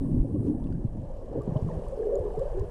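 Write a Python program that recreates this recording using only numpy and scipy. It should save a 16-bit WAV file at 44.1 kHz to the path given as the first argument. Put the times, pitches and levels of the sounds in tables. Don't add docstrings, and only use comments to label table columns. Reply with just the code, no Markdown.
import sys
import numpy as np
from scipy import signal
from scipy.fft import rfft, irfft
from scipy.io import wavfile
from scipy.ndimage import uniform_filter1d

SR = 44100
rng = np.random.default_rng(int(sys.argv[2]) if len(sys.argv) > 2 else 0)


def unload_audio(sound):
    columns = np.transpose(np.atleast_2d(sound))
    steps = np.round(np.clip(columns, -1, 1) * 32767)
    wavfile.write(sys.argv[1], SR, steps.astype(np.int16))


def boost(x):
    u = np.asarray(x, float) / 20
    return 10 ** u


N = 119070

# start_s, level_db
FIZZ_LEVEL = [(0, -77), (.3, -79.5), (.41, -80.5), (.47, -72), (.54, -81.5), (.9, -78.5), (1.43, -74.5),
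              (1.7, -70.5), (2.15, -73.5), (2.42, -71), (2.7, -73.5)]


def rms_one(x):
    return x / np.sqrt(np.mean(x ** 2) + 1e-20)


def in_time(rows):
    s, *columns = np.transpose(rows)
    return [np.interp(np.arange(N) / SR, s, c) for c in columns]


def add(out, s, x):
    i = max(int(s * SR), 0)
    out[i:i + len(x)] += x[:max(len(out) - i, 0)]


def filtered(x, order, hz, kind="band"):
    return signal.sosfilt(signal.butter(order, hz, kind, fs=SR, output="sos"), x)


def drift(rate):
    every = 40
    r = np.exp(-2 * np.pi * every * rate / SR)
    white = rng.standard_normal(N // every + 2002)
    slow = signal.lfilter([1], [1, -2 * r, r * r], white)[2000:]
    return np.interp(np.arange(N) / every, np.arange(len(slow)), rms_one(slow))


def banded_noise(colour, patchy_db, rate):
    edges = 70 * 2 ** np.arange(0, 7.9, 1 / 3)
    together = drift(rate)
    white = rng.standard_normal((2, N))
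    out = 0
    for k, (low, high) in enumerate(zip(edges, edges[1:])):
        flicker = boost(patchy_db * (0.5 * together + drift(rate)))
        out = out + flicker * filtered(white[k % 2], 2, [low, high])
    hz, db = np.transpose(colour)
    log_hz = np.log(np.arange(N // 2 + 1) * SR / N + 1)
    gain = boost(np.interp(log_hz, np.log(hz), db, left=-90, right=-90))
    return rms_one(irfft(rfft(out) * gain, N))


def bubble(hz, length, rise, attack, squeeze, phase):
    u = np.arange(int(2 * length * SR)) / (length * SR)
    turn = 2 * np.pi * hz * length * ((1 - rise / 2) * u + rise * u * u / 2) + phase
    swell = np.sin(np.pi / 2 * np.minimum(u / np.clip(attack, 0.02, 0.9), 1)) ** 2
    shape = swell * np.exp(-3.0 * np.maximum(u - attack, 0) ** 2)
    return shape * (np.cos(turn) + squeeze * shape * np.cos(2 * turn))


def cloud(rows, spread, cycles, rise, count):
    level_db, centre_hz = in_time(rows)
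    out = np.zeros(N)
    chances = rng.random((count, 3))
    detune = np.clip(rng.standard_normal(count), -1.5, 1.5)
    for k, (late, size, phase) in enumerate(chances):
        s = (k + late) / count * N / SR
        hz = centre_hz[int(s * SR)] * 2 ** (spread * detune[k])
        loudness = boost(-2.5 * np.log(size + 0.01))
        add(out, s, loudness * bubble(hz, cycles / hz / 2, rise, 0.29, 0, 2 * np.pi * phase))
    running_rms = np.sqrt(uniform_filter1d(out ** 2, size=4000) + 1e-12)
    return boost(level_db) * out / running_rms


def pockets(rows, trim_db, attack, squeeze):
    out = np.zeros(N)
    for s, db, hz, length in rows:
        phase = -2 * np.pi * hz * length * attack
        add(out, s, boost(db + trim_db) * bubble(hz, length, 0.06, attack, squeeze, phase))
    return out


def wake():
    # start_s, level_db, pitch_hz
    wake_rows = [(.06, -34, 149), (.15, -24, 119), (.28, -36, 117), (.39, -26.5, 123), (.6, -39, 130.7),
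                 (.76, -30, 146), (.84, -49, 109), (1.0, -31.5, 133.6), (1.2, -62.5, 131),
                 (1.38, -36.5, 118), (1.44, -43, 137), (1.61, -48, 149), (1.7, -35, 150), (2.1, -54.5, 161),
                 (2.39, -44, 134.5), (2.5, -49, 116), (2.64, -31, 131), (2.7, -54, 119)]
    return boost(-1.5) * cloud(wake_rows, spread=0.31, cycles=5, rise=0.15, count=250)


def glugs():
    # start_s, peak_db, pitch_hz, length_s
    glug_rows = [(.1, -17, 129.4, 0.026), (.16, -16.5, 120, 0.029), (.245, -20.5, 111, 0.031),
                 (.33, -20.5, 110.6, 0.028), (.194, -12.5, 46, 0.035), (.375, -17.5, 114, 0.047),
                 (.4, -29, 86, 0.044), (.732, -22.5, 174.4, 0.042), (.844, -14, 115.6, 0.024),
                 (1.349, -23, 324, 0.024), (1.375, -24, 260, 0.018), (1.376, -23, 124, 0.032),
                 (1.475, -15, 200, 0.0094), (1.487, -17, 148, 0.0178), (1.519, -15, 139, 0.0155),
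                 (1.556, -11.5, 131, 0.022), (1.622, -14, 103, 0.0135), (1.641, -16, 119, 0.021),
                 (1.655, -22.5, 162, 0.045), (1.71, -24, 158.8, 0.093), (1.765, -20, 71, 0.02),
                 (1.86, -25.5, 30.6, 0.071), (2.505, -25.5, 29.8, 0.048), (2.375, -24.5, 138, 0.0243),
                 (2.195, -20.5, 78, 0.027), (2.6, -20, 60.7, 0.032)]
    return pockets(glug_rows, trim_db=-5.5, attack=0.3, squeeze=0.22)


def foam():
    # start_s, level_db
    foam_rows = [(0, -30), (0.191, -29.5), (0.281, -37.5), (0.351, -31), (.43, -31), (.5, -26),
                 (0.558, -32), (.86, -38), (.89, -50.5), (.97, -38.5), (1.15, -56), (1.33, -42),
                 (1.38, -34.5), (1.429, -63), (1.601, -47), (2.0, -61.5), (2.7, -58.5)]
    pitched = [(s, db, 265.8) for s, db in foam_rows]
    return boost(-2.0) * cloud(pitched, spread=0.24, cycles=7.1, rise=0.095, count=250)


def stream():
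    # start_s, level_db, pitch_hz
    stream_rows = [(0, -44.5, 385), (.46, -38.5, 410), (.8, -60.5, 479), (1.0, -43.5, 599),
                   (1.3, -42.5, 450), (1.37, -28.5, 476), (1.45, -38.5, 390), (1.79, -37.5, 450),
                   (1.95, -40.5, 515), (2.0, -28, 439), (2.15, -24, 506), (2.28, -31.5, 424),
                   (2.35, -38, 437), (2.41, -29.5, 470), (2.5, -40.5, 498), (2.59, -32, 417),
                   (2.7, -43.5, 417)]
    return boost(-5.5) * cloud(stream_rows, spread=0.17, cycles=11, rise=0.092, count=460)


def plops():
    # start_s, peak_db, pitch_hz, length_s
    stream_plops = [(.47, -16.5, 293.3, 0.0605), (1.41, -36.5, 1147, 0.02), (1.552, -24.5, 624, .04),
                    (1.558, -35, 1040, 0.02), (1.77, -26, 505, 0.038), (1.921, -21.5, 541, 0.034),
                    (1.989, -18.5, 447, 0.023), (2.02, -40, 767, 0.095), (2.053, -17.5, 424, 0.031),
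                    (2.118, -17, 562, 0.061), (2.155, -18, 398.5, 0.042), (1.974, -22, 435, 0.012),
                    (2.022, -18.5, 428, 0.024), (2.068, -20, 409, 0.026), (2.09, -20.5, 441, 0.03),
                    (2.172, -22.5, 454, 0.026), (2.2, -33.5, 485, 0.023), (2.232, -25, 500, 0.027),
                    (2.25, -16.5, 415, 0.025), (2.275, -24.5, 454, 0.023), (2.303, -25, 449, 0.033),
                    (2.42, -21, 547, 0.019), (2.575, -20.5, 385, 0.04), (2.612, -25, 413, .04),
                    (2.338, -30.5, 745, .04), (2.372, -19, 450, 0.029), (2.405, -15, 527, 0.031),
                    (2.452, -21.5, 577, .03), (2.542, -25.5, 363, .06)]
    # start_s, peak_db, pitch_hz, length_s
    foam_plops = [(0.036, -25.5, 270, 0.037), (0.072, -29, 280, 0.021), (0.142, -13.5, 245, 0.023),
                  (0.178, -16, 262.4, 0.028), (.215, -22.5, 213, 0.031), (0.237, -21, 283, .028),
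                  (.244, -29, 543, 0.023), (.337, -19.5, 306, 0.042), (.35, -28.5, 547, 0.022),
                  (0.387, -28, 434, 0.024), (0.426, -29, 228, 0.021), (0.463, -22.5, 422, .02),
                  (0.512, -17, 305, .03), (0.645, -22.5, 261, 0.041), (0.702, -24, 275, 0.019),
                  (.743, -21.5, 200, 0.011), (.84, -24, 296, 0.016), (.97, -26.5, 212, 0.036),
                  (1.029, -32.5, 553, 0.0174), (1.14, -39, 203, 0.027), (1.1, -32.5, 534, 0.027),
                  (1.18, -35.5, 533, .02), (1.218, -34, 532, 0.026), (1.311, -33, 470, 0.022),
                  (1.351, -22.5, 455, 0.015), (1.374, -25, 542, 0.031), (1.387, -24, 340, 0.012),
                  (1.699, -34.5, 890, 0.0208), (1.613, -46, 441, 0.015), (1.67, -28, 165, 0.034)]
    out = np.zeros(N)
    for rows in (stream_plops, foam_plops):
        out += pockets(rows, trim_db=-7.5, attack=0.1538, squeeze=0)
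    return out


def surge():
    # start_s, level_db
    surge_rows = [(0, -32.5), (.04, -35), (.08, -43), (.12, -34), (.21, -29), (.25, -47), (.55, -41.5),
                  (.63, -34.5), (.85, -38.5), (.89, -35.5), (1.04, -46), (1.09, -36), (1.27, -42),
                  (1.8, -40), (1.93, -41.5), (2.3, -37.5), (2.59, -33), (2.7, -43.5)]
    low = filtered(rng.standard_normal(N + SR), 2, [14, 42.3])[SR:]
    low = low / np.sqrt(uniform_filter1d(low ** 2, size=3500))
    return boost(in_time(surge_rows)[0] + 2.5) * low


def ticks():
    # start_s, peak_db, pitch_hz, crack_db (beside the ring)
    tick_rows = [(0.349, -66, 2870, -3.5), (0.641, -55.5, 3490, -6.5), (.67, -57.5, 2700, -1.5),
                 (.726, -60, 4740, -2), (.724, -52, 1450, -11), (.727, -68, 6500, 0), (.748, -55, 1560, -9),
                 (.6, -67.5, 5800, -3), (.68, -66.5, 5230, -1), (1.018, -68, 7060, 1),
                 (2.03, -49, 1660, -12), (2.305, -50, 1710, -18), (.755, -65, 13300, -2.5),
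                 (1.419, -53.5, 7500, -4), (1.434, -63, 10000, -6), (1.569, -47.5, 3050, -9),
                 (1.688, -34, 1030, -33), (1.714, -48, 1840, -12), (1.884, -48.5, 8600, -9),
                 (.028, -61, 3670, -18), (2.155, -40.5, 7010, -14.5), (2.193, -57.5, 8500, -3),
                 (2.338, -56, 7960, -9), (2.394, -58, 7470, 7), (2.596, -57, 5950, 5.5)]
    out, t = np.zeros(N), np.arange(1200) / SR
    for s, db, hz, crack_db in tick_rows:
        noise = filtered(rng.standard_normal(1200), 2, [hz * 0.39, min(hz * 1.3, 14000)])
        crack = boost(crack_db) * rms_one(noise) * np.exp(-t / 0.0013)
        decay = boost(-60 * t * np.sqrt(hz * 4000) / 67)
        ring = np.sin(2 * np.pi * hz * t) * decay * np.minimum(t / 0.0013, 1)
        add(out, s, boost(db) * (ring + crack))
    return out


def wash():
    # start_s, level_db
    wash_rows = [(0, -59.5), (.25, -61), (.64, -60), (.85, -62), (1.3, -57.5), (1.45, -53), (1.85, -54),
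                 (2.101, -56), (2.3, -52.5), (2.55, -53), (2.7, -55)]
    # pitch_hz, level_db (per Hz)
    wash_colour = [(150, -34.5), (330, -11), (550, -1), (800, -13), (1150, -21.5), (1350, -30), (1750, -28),
                   (2100, -41), (3400, -60.5)]
    splash = boost(in_time(wash_rows)[0] + 9) * banded_noise(wash_colour, patchy_db=1.8, rate=12)
    pitched = [(s, db - 1, 802.4) for s, db in wash_rows]
    return splash + cloud(pitched, spread=0.31, cycles=18, rise=0.092, count=420)


def fizz():
    # pitch_hz, level_db (per Hz)
    fizz_colour = [(1900, -1.5), (3050, 1.5), (3500, -4), (5200, -4), (7000, -5.5), (9000, -5.5),
                   (12000, -16), (14200, -22)]
    return boost(in_time(FIZZ_LEVEL)[0] + 2.5) * banded_noise(fizz_colour, patchy_db=2.0, rate=85)


def spray():
    # start_s, level_db
    spray_rows = [
        (0, -65.5),
        (.3, -71),
        (.47, -67.5),
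        (.6, -70.5),
        (.95, -78),
        (1.4, -87),
        (1.86, -72.5),
        (2.14, -75.5),
        (2.7, -74.5),
    ]
    sparkles_per_s = 38 * boost(in_time(FIZZ_LEVEL)[0] + 74)
    struck = rng.random(N) < sparkles_per_s / SR
    sparks = boost(10) * 3 * struck * rng.standard_normal(N)
    band = filtered(rng.standard_normal(N) + sparks, 2, [8140, 10200])
    mist = filtered(rng.standard_normal(N), 2, 11500, "high")
    return boost(in_time(spray_rows)[0] - 6.0) * (rms_one(band) + boost(-7.5 + 3.0 * drift(6)) * mist)


def scene():
    bubbles = wake() + glugs() + foam() + stream() + plops()
    background = surge() + ticks() + wash() + fizz() + spray()
    return (bubbles + background)[None]


def low_pass(x):
    return signal.sosfilt(signal.butter(12, 14250, fs=SR, output="sos"), x)


def record(dry):
    top = 0.53
    mix = top * np.tanh(dry / top)
    return low_pass(mix)


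dry = scene()
out = record(dry)
unload_audio(out)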